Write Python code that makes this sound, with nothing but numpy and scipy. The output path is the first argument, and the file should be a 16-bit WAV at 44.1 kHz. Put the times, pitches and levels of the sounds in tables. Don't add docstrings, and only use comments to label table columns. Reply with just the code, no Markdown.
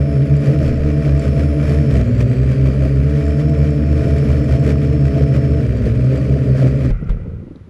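import sys
import numpy as np
from scipy import signal
from scipy.fft import rfft, irfft, next_fast_len
from scipy.io import wavfile

SR = 44100
rng = np.random.default_rng(int(sys.argv[2]) if len(sys.argv) > 2 else 0)


def unload_audio(sound):
    columns = np.transpose(np.atleast_2d(sound))
    steps = np.round(np.clip(columns, -1, 1) * 32767)
    wavfile.write(sys.argv[1], SR, steps.astype(np.int16))


def gain_from_db(level_db):
    decades = np.asarray(level_db, float) / 20
    return 10 ** decades


N = 339129
TIME = np.arange(N) / SR
STEP = 64
CUT_S = 6.915


def evened(x):
    return x / np.sqrt(np.mean(x ** 2) + 1e-20)


def curves(rows):
    s, *columns = np.transpose(rows)
    return [np.interp(TIME, s, c) for c in columns]


def colour(x, points):
    f, db = np.transpose(points)
    size = next_fast_len(N)
    hz = np.arange(size // 2 + 1) * SR / size
    gain = gain_from_db(np.interp(np.log(hz + 1), np.log(f + 1), db, -90, -90))
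    return evened(irfft(rfft(x, size) * gain, size)[:N])


def drift(hz):
    size = next_fast_len(N)
    f = np.arange(size // 2 + 1) * SR / size
    spectrum = rfft(rng.standard_normal(size)) / (1 + (f / hz) ** 4)
    return evened(irfft(spectrum, size)[:N])


def resonate(x, hz, width):
    return signal.lfilter(*signal.iirpeak(hz, hz / width, SR), x)


def resonate_twice(x, hz, width, second_width):
    return resonate(resonate(x, hz, width), hz, second_width)


def filtered(x, order, hz, kind):
    return signal.sosfilt(signal.butter(order, hz, kind, fs=SR, output="sos"), x)


def add_at(out, s, sound):
    part = out[round(s * SR):][:len(sound)]
    part += sound[:len(part)]


def powered():
    return np.clip((CUT_S - TIME) / 0.0061, 0, 1)


# (frequency [Hz], level [dB])
BOARD_WHINE = [(10998, -84)]


def board(start_s=7.13):
    whine = sum(np.sqrt(2) * gain_from_db(db) * np.sin(2 * np.pi * hz * TIME) for hz, db in BOARD_WHINE)
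    self_noise = colour(rng.standard_normal(N), [(300, -7.5), (1000, 14.0), (5000, -5), (11000, -18.5),
                                                 (12500, -31.5), (15500, -28)])
    return whine * np.clip((TIME - start_s) / .05, 0, 1) + gain_from_db(-60.5) * self_noise


# (time [s], pitch [Hz], level [dB])
FAR_WHINE = [(0, 9690, -68), (.2, 10320, -65.5), (.65, 10300, -67), (.8, 9240, -90), (1.0, 9560, -65),
             (1.75, 9850, -61.5), (1.9, 9700, -70), (1.98, 6500, -58), (2.1, 7010, -63), (2.6, 8630, -67.5),
             (3.3, 10470, -67), (3.8, 9380, -73), (4.15, 10270, -63), (4.5, 9050, -70.5), (5.7, 8700, -69),
             (5.78, 5200, -68), (5.85, 8366, -66), (6.91, 9100, -69.5)]


def far_whine():
    hz, db = curves(FAR_WHINE)
    waver = 1 + 0.015 * drift(9) + 0.018 * drift(400)
    tone = np.sin(2 * np.pi * np.cumsum(hz * waver) / SR)
    return np.sqrt(2) * gain_from_db(db + 2.0 * drift(30)) * tone * powered()


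# (time [s], peak level [dB], ring [Hz])
SETTLING_TICKS = [(6.94, -47, 3917), (7.014, -56, 9500), (7.0434, -48, 5188), (7.0763, -59, 9070),
                  (7.114, -50, 4500), (7.2324, -52, 3700), (7.5584, -37, 3800)]
# (time [s], peak level [dB])
BLADE_PUFFS = [(7.015, -19), (7.19, -30), (7.253, -19.5), (7.333, -34.5), (7.423, -25.5), (7.464, -24),
               (7.506, -25), (7.551, -26), (7.602, -37.5), (7.669, -32.5)]


def settling():
    out, t = np.zeros(N), np.arange(SR // 20) / SR
    for s, db, hz in SETTLING_TICKS:
        ring = resonate_twice(rng.standard_normal(len(t)), hz, hz / 3.5, hz / 3.5)
        add_at(out, s, 1.8 * gain_from_db(db - 60 * t / .012) * ring)
    peak_s = 0.01
    swell = t / peak_s * np.exp(1 - t / peak_s) * (1 - 20 * t)
    for s, db in BLADE_PUFFS:
        puff = evened(filtered(rng.standard_normal(len(t)), 3, (150, 400), "band"))
        add_at(out, s, .5 * gain_from_db(db) * puff * swell)
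    return out


# (frequency [Hz], width [Hz], level [dB])
CASE_MODES = [(1334, 710, -3.5), (1937, 530, -2), (2327, 160, 5), (13600, 600, -39.5)]
# (time [s], peak level [dB], hull bounce [Hz], t60 [s], crack level [dB])
TOUCHDOWNS = [
    (6.902, -5.5, 41, 0.32, -21),
    (7.092, -3.5, 40, 0.27, -16.5),
]


def landing():
    out, t = np.zeros(N), np.arange(SR // 2) / SR
    for s, db, hz, t60, crack_db in TOUCHDOWNS:
        bounce = -np.sin(2 * np.pi * hz * t) * gain_from_db(db - 60 * t / t60) * (1 - np.exp(-t / 0.0048))
        burst = rng.standard_normal(len(t)) * gain_from_db(crack_db - 60 * t / 0.11) * (1 - np.exp(-t / 0.00142))
        crack = filtered(burst, 2, [150, 1100], "band")
        ring = sum(resonate_twice(burst, f, w, 2 * w) for f, w, _ in CASE_MODES[:3])
        add_at(out, s, bounce + crack + gain_from_db(-10) * ring)
    return out


# (time [s], low flutter level [dB])
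COASTING_LEVEL = [(6.93, -19), (6.99, -26.5), (7.03, -18), (7.06, -23.5), (7.11, -18), (7.22, -25),
                  (7.26, -23), (7.31, -23), (7.68, -38)]
# (frequency [Hz], level per Hz [dB])
FLAP_SPECTRUM = [(18, -31), (30, 0), (49, -7.5), (81, 1.5), (178, -5), (233, -10.5), (265, -24), (468, -19),
                 (900, -44.5), (1170, -75), (1980, -120)]


def coasting():
    level_db, = curves(COASTING_LEVEL)
    passes_hz = 75 * np.exp(-np.maximum(TIME - CUT_S, 0) / 1.78)
    uneven_hz = passes_hz * (1 + 0.1855 * drift(12.1))
    passes = np.exp(0.6 * np.cos(2 * np.pi * np.cumsum(uneven_hz) / SR))
    flaps = colour(rng.standard_normal(N) * passes, FLAP_SPECTRUM)
    return gain_from_db(level_db - 1.5) * flaps * (1 - powered())


# (time [s], peak level [dB])
SLAPS = [(.21, -43), (.73, -19.5), (1.27, -42), (1.67, -35.5), (1.95, -29), (3.98, -28.5), (4.3, -31),
         (4.73, -36), (5.22, -35.5), (5.85, -31), (6.2, -40), (6.65, -39), (6.9, -29)]


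def buffeting():
    t = np.arange(0, N, STEP) / SR
    build_db_per_s, ebb_db_per_s, calm_db = 147, 69, -45.5
    db = np.max([peak_db - np.maximum(build_db_per_s * (s - t), ebb_db_per_s * (t - s))
                 for s, peak_db in SLAPS], axis=0)
    return np.interp(TIME, t, db.clip(calm_db))


# (time [s], hiss rise [dB], hull drumming rise [dB], half width [s])
WASH_GUSTS = [(0.488, 5, 7, 0.077), (.66, 4.5, 6, .06), (.88, 3.5, 7.5, 0.039), (1.07, 4, 6, 0.047),
              (1.24, 5.5, 5.5, 0.062), (1.4, 4.5, 9, 0.046), (1.709, 6.5, 6, 0.088), (1.96, 6.5, 9, 0.069),
              (2.211, 8.5, 9.5, 0.02), (2.34, 2, 1.5, 0.042), (2.5, 3.5, 0, 0.039), (2.68, 2.5, 6, 0.051),
              (2.85, 4, 7, 0.036), (3.22, 2.5, -6, 0.11), (3.41, 4, -0.5, 0.019), (3.65, 2.5, 0.5, 0.068),
              (4.05, 4.5, 7, 0.12), (4.3, 4, 5, 0.12), (4.53, 6, 8, 0.043), (4.681, 7.5, 10, 0.047),
              (4.85, 4, 1.5, 0.028), (5.06, 3.5, 3, 0.033), (5.2, 4, 8, 0.043), (5.36, 5.5, 10.5, 0.026),
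              (5.62, 1.5, 5, 0.037), (5.87, 4, 13, 0.02), (6.15, 2.5, 5.5, 0.052), (6.32, 2.5, 6.5, 0.028),
              (6.63, 4.5, 13, 0.065), (6.85, 3.5, 6, 0.025)]


def gusting(calm_db, column):
    t = np.arange(0, N, STEP) / SR
    db = calm_db + sum(row[column] * np.exp(-((t - row[0]) / row[3]) ** 2) for row in WASH_GUSTS)
    return np.interp(TIME, t, db)


# (frequency [Hz], level per Hz [dB])
DRUM_SPECTRUM = [(18, -41), (30, -20), (59, -4), (144, -1), (188, -6), (296, -10), (353, -9), (663, -11.5),
                 (735, -29), (1000, -56.5), (1300, -75), (2200, -120)]


def hull():
    lump_db, drum_db = buffeting(), gusting(-25, column=2)
    lumps = colour(rng.standard_normal(N), [(12, -22.5), (25, -3.5), (42, -6.0), (58, -25.5)])
    drum = colour(rng.standard_normal(N) * gain_from_db(2.2 * drift(25)), DRUM_SPECTRUM)
    return (gain_from_db(lump_db - 2.0) * lumps + gain_from_db(drum_db - 2.5) * drum) * powered()


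# (frequency [Hz], level per Hz [dB])
AIR_SPECTRUM = [(440, -22), (750, 3), (942, -1.5), (1230, 2.5), (1910, 0.5), (2150, -3), (2370, -4),
                (2910, -4.5), (3610, -16.5), (5480, -19.5), (5990, -21.5), (10100, -31), (12200, -30),
                (13800, -36.5), (15500, -34.5)]
# (frequency [Hz], level [dB])
MIC_TREBLE = [(3000, 0.5), (11200, -1), (11700, -8.5), (12800, -5.5), (13500, -1.5), (14600, -2),
              (15400, -12)]
# (frequency [Hz], width [Hz], level [dB])
SHELL_MODES = [(4600, 130, -2), (7200, 500, -7.5), (7960, 380, -10)]


def hiss(chop, knocks):
    on, off = powered(), 1 - powered()
    calm_db = -41.5
    fading_db = -44 - 38 * np.maximum(TIME - CUT_S - .2, 0)
    level_db = gusting(calm_db, column=1) * on + fading_db * off
    bright_db = -10.5 + 0.34 * (level_db + 37) - 10.8 * off

    torn = rng.standard_normal(N) * (1.38 + 0.53 * chop) * gain_from_db(1.18 * drift(46))
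    rattles = (rng.random(N) < 500 / SR) * gain_from_db(2.1 * np.minimum(rng.exponential(1, N), 4))
    rattles = rattles * rng.choice([-1, 1], N)
    air = colour(evened(torn) + 0.21 * evened(rattles * (.2 + chop)), AIR_SPECTRUM)

    top = filtered(air, 4, 3800, "high")
    hz, width, db = CASE_MODES[3]
    top = colour(top + gain_from_db(db + 30) * resonate(top, hz, width), MIC_TREBLE)
    shell = evened(sum(gain_from_db(db) * resonate_twice(knocks, hz, width, width) for hz, width, db in SHELL_MODES))
    top = top + 0.26 * gain_from_db(0.3 * (level_db - calm_db)) * shell

    ring = sum(gain_from_db(db + 12.0) * resonate(air, hz, width) for hz, width, db in CASE_MODES[:3])
    body = evened(filtered(air + ring, 4, 3800, "low"))
    bare = evened(sum(resonate_twice(air, hz, width / 2, width / 2) for hz, width, _ in CASE_MODES[:2]))
    body = body * on + (0.59 * bare + 0.44 * body) * off
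    return gain_from_db(level_db) * (body + gain_from_db(bright_db) * top)


# (time [s], shaft shake [dB], blade hum [dB])
MOUNT_GRIP = [(0, 1.3, -2), (.4, -2.3, 2.5), (.8, -2.5, -2), (1.2, 1.5, -1), (1.6, 3, -1.6), (1.9, 4, 0.6),
              (2.3, -3.2, 0.5), (2.75, 0.2, -1), (3.1, 0, 0.6), (3.5, 2.2, -0.7), (3.9, 1.3, -2.1),
              (4.4, 2.1, -0.4), (4.9, 1.9, -0.5), (5.3, 0.3, 0.3), (5.7, -0.5, -1.7), (6.0, -1, 1.1),
              (6.4, -4, 1), (6.91, -0.5, 1.2)]


def arm(speeds, reach, hunt_hz):
    (speed,), (shake_db, hum_db) = curves(speeds), curves(MOUNT_GRIP)
    slack_hz = np.clip(77.5 - speed, 0, 6)
    speed = speed + hunt_hz * drift(6) + .2 * slack_hz * drift(14)
    return speed, reach[0] + shake_db + 2 * drift(4.6), reach[1] + hum_db + 2 * drift(3.8)


ORDERS = 3, 4, 6, 8, 8.625, 69
# (frequency [Hz], level [dB])
FRAME_PATH = [(150, -6.5), (195, -1.5), (235, 4), (265, -2), (305, 1.5), (335, -11.5), (430, 2), (560, 2.5),
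              (635, -3), (664, 3), (720, -7), (4200, 0.5), (4600, 8), (4780, 1.5), (4950, 7), (5150, -4),
              (5320, 9.5)]


def rotor(arm, orders_db, flutter):
    speed, shake_db, hum_db = arm
    turns = 2 * np.pi * np.cumsum(speed) / SR
    play_hz = (speed * flutter + .0004 * (78 - speed) * speed / 2) * drift(40)
    wobble = 2 * np.pi * np.cumsum(play_hz) / SR
    low = gain_from_db(shake_db) * np.sin(turns) + gain_from_db(hum_db) * np.sin(2 * turns + 1.3)
    frame_hz, frame_db = np.transpose(FRAME_PATH)
    sway_db = 2.2 * drift(8)
    high = np.zeros(N)
    for k, db in zip(ORDERS, orders_db):
        level_db = db + np.interp(k * speed, frame_hz, frame_db)
        if k < 9:
            level_db = level_db + np.roll(sway_db, round(k * SR / 7))
        high += gain_from_db(level_db) * np.sin(k * (turns + wobble * k / 69) + k * k)
    chop = np.exp(2.1 * (np.cos(2 * turns) - 1)) * (1 + 0.7 * np.cos(turns))
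    knock_db = 4.2 * drift(21) + 6.0 * rng.standard_normal(N)
    knocks = np.diff(turns // (2 * np.pi), prepend=0) * gain_from_db(knock_db)
    return np.array([np.sqrt(2) * (low + high), chop, knocks]) * powered()


# (time [s], speed [Hz])
FAST_ROTOR = [(0, 77.4), (.32, 75.9), (.38, 73.5), (.5, 76.3), (.73, 78.6), (.8, 74.5), (.9, 76.7),
              (1.92, 77.4), (2.05, 63.5), (2.17, 66.5), (2.37, 67), (2.5, 71.3), (2.95, 72.5), (3.25, 77),
              (5.6, 77.3), (5.79, 65), (5.95, 72.3), (6.91, 72.3)]
MIDDLE_ROTOR = [(0, 72.47), (0.351, 69.73), (0.648, 72.95), (1.3, 70.3), (1.55, 73.7), (1.9, 72.4),
                (2.048, 59.78), (2.4, 64.33), (2.8, 66.16), (3.251, 73.6), (3.852, 73.28), (4.1, 71.35),
                (4.85, 72.42), (5.1, 68.87), (5.621, 70.87), (5.862, 59.02), (6.119, 66.57), (6.91, 66.45)]
SLOW_ROTOR = [(0, 67.03), (.6, 70.32), (.75, 62.12), (.88, 69.52), (1.3, 66.13), (1.88, 69.9),
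              (2.001, 49.1), (2.4, 59.07), (2.85, 67.06), (3.852, 69), (4.0, 61.03), (4.202, 67.05),
              (4.749, 63.08), (5.0, 66.95), (5.55, 61.87), (5.85, 49.02), (6.049, 62.14), (6.909, 64.5)]
# (shaft shake [dB], blade-pass hum [dB])
ROTOR_REACH = [
    (-21.5, -34.5),
    (-22, -16.5),
    (-28, -19),
]
# (level [dB], ..)
ROTOR_ORDERS = [(-35.5, -31.5, -38, -55, -39, -64.5), (-29, -27.5, -31.5, -44, -43, -68),
                (-38.5, -31, -59, -40, -43.5, -67.5)]
ROTOR_FLUTTER = 0.0027, 0.016, .012


def scene():
    hunts_hz = .25, 1.1, 1.6
    speeds = FAST_ROTOR, MIDDLE_ROTOR, SLOW_ROTOR
    arms = [arm(*row) for row in zip(speeds, ROTOR_REACH, hunts_hz)]
    tones, chop, knocks = sum(rotor(*row) for row in zip(arms, ROTOR_ORDERS, ROTOR_FLUTTER))
    after = coasting() + landing() + settling() + board()
    return (tones + far_whine() + hull() + hiss(chop, knocks) + after)[None]


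def top_cut(x):
    return signal.sosfilt(signal.butter(12, 15630, fs=SR, output="sos"), x)


def record(dry):
    start = np.sin(np.pi / 2 * np.clip(TIME / .004, 0, 1)) ** 2
    return top_cut(1.15 * np.tanh(dry * start / 1.206))


dry = scene()
out = record(dry)
unload_audio(out)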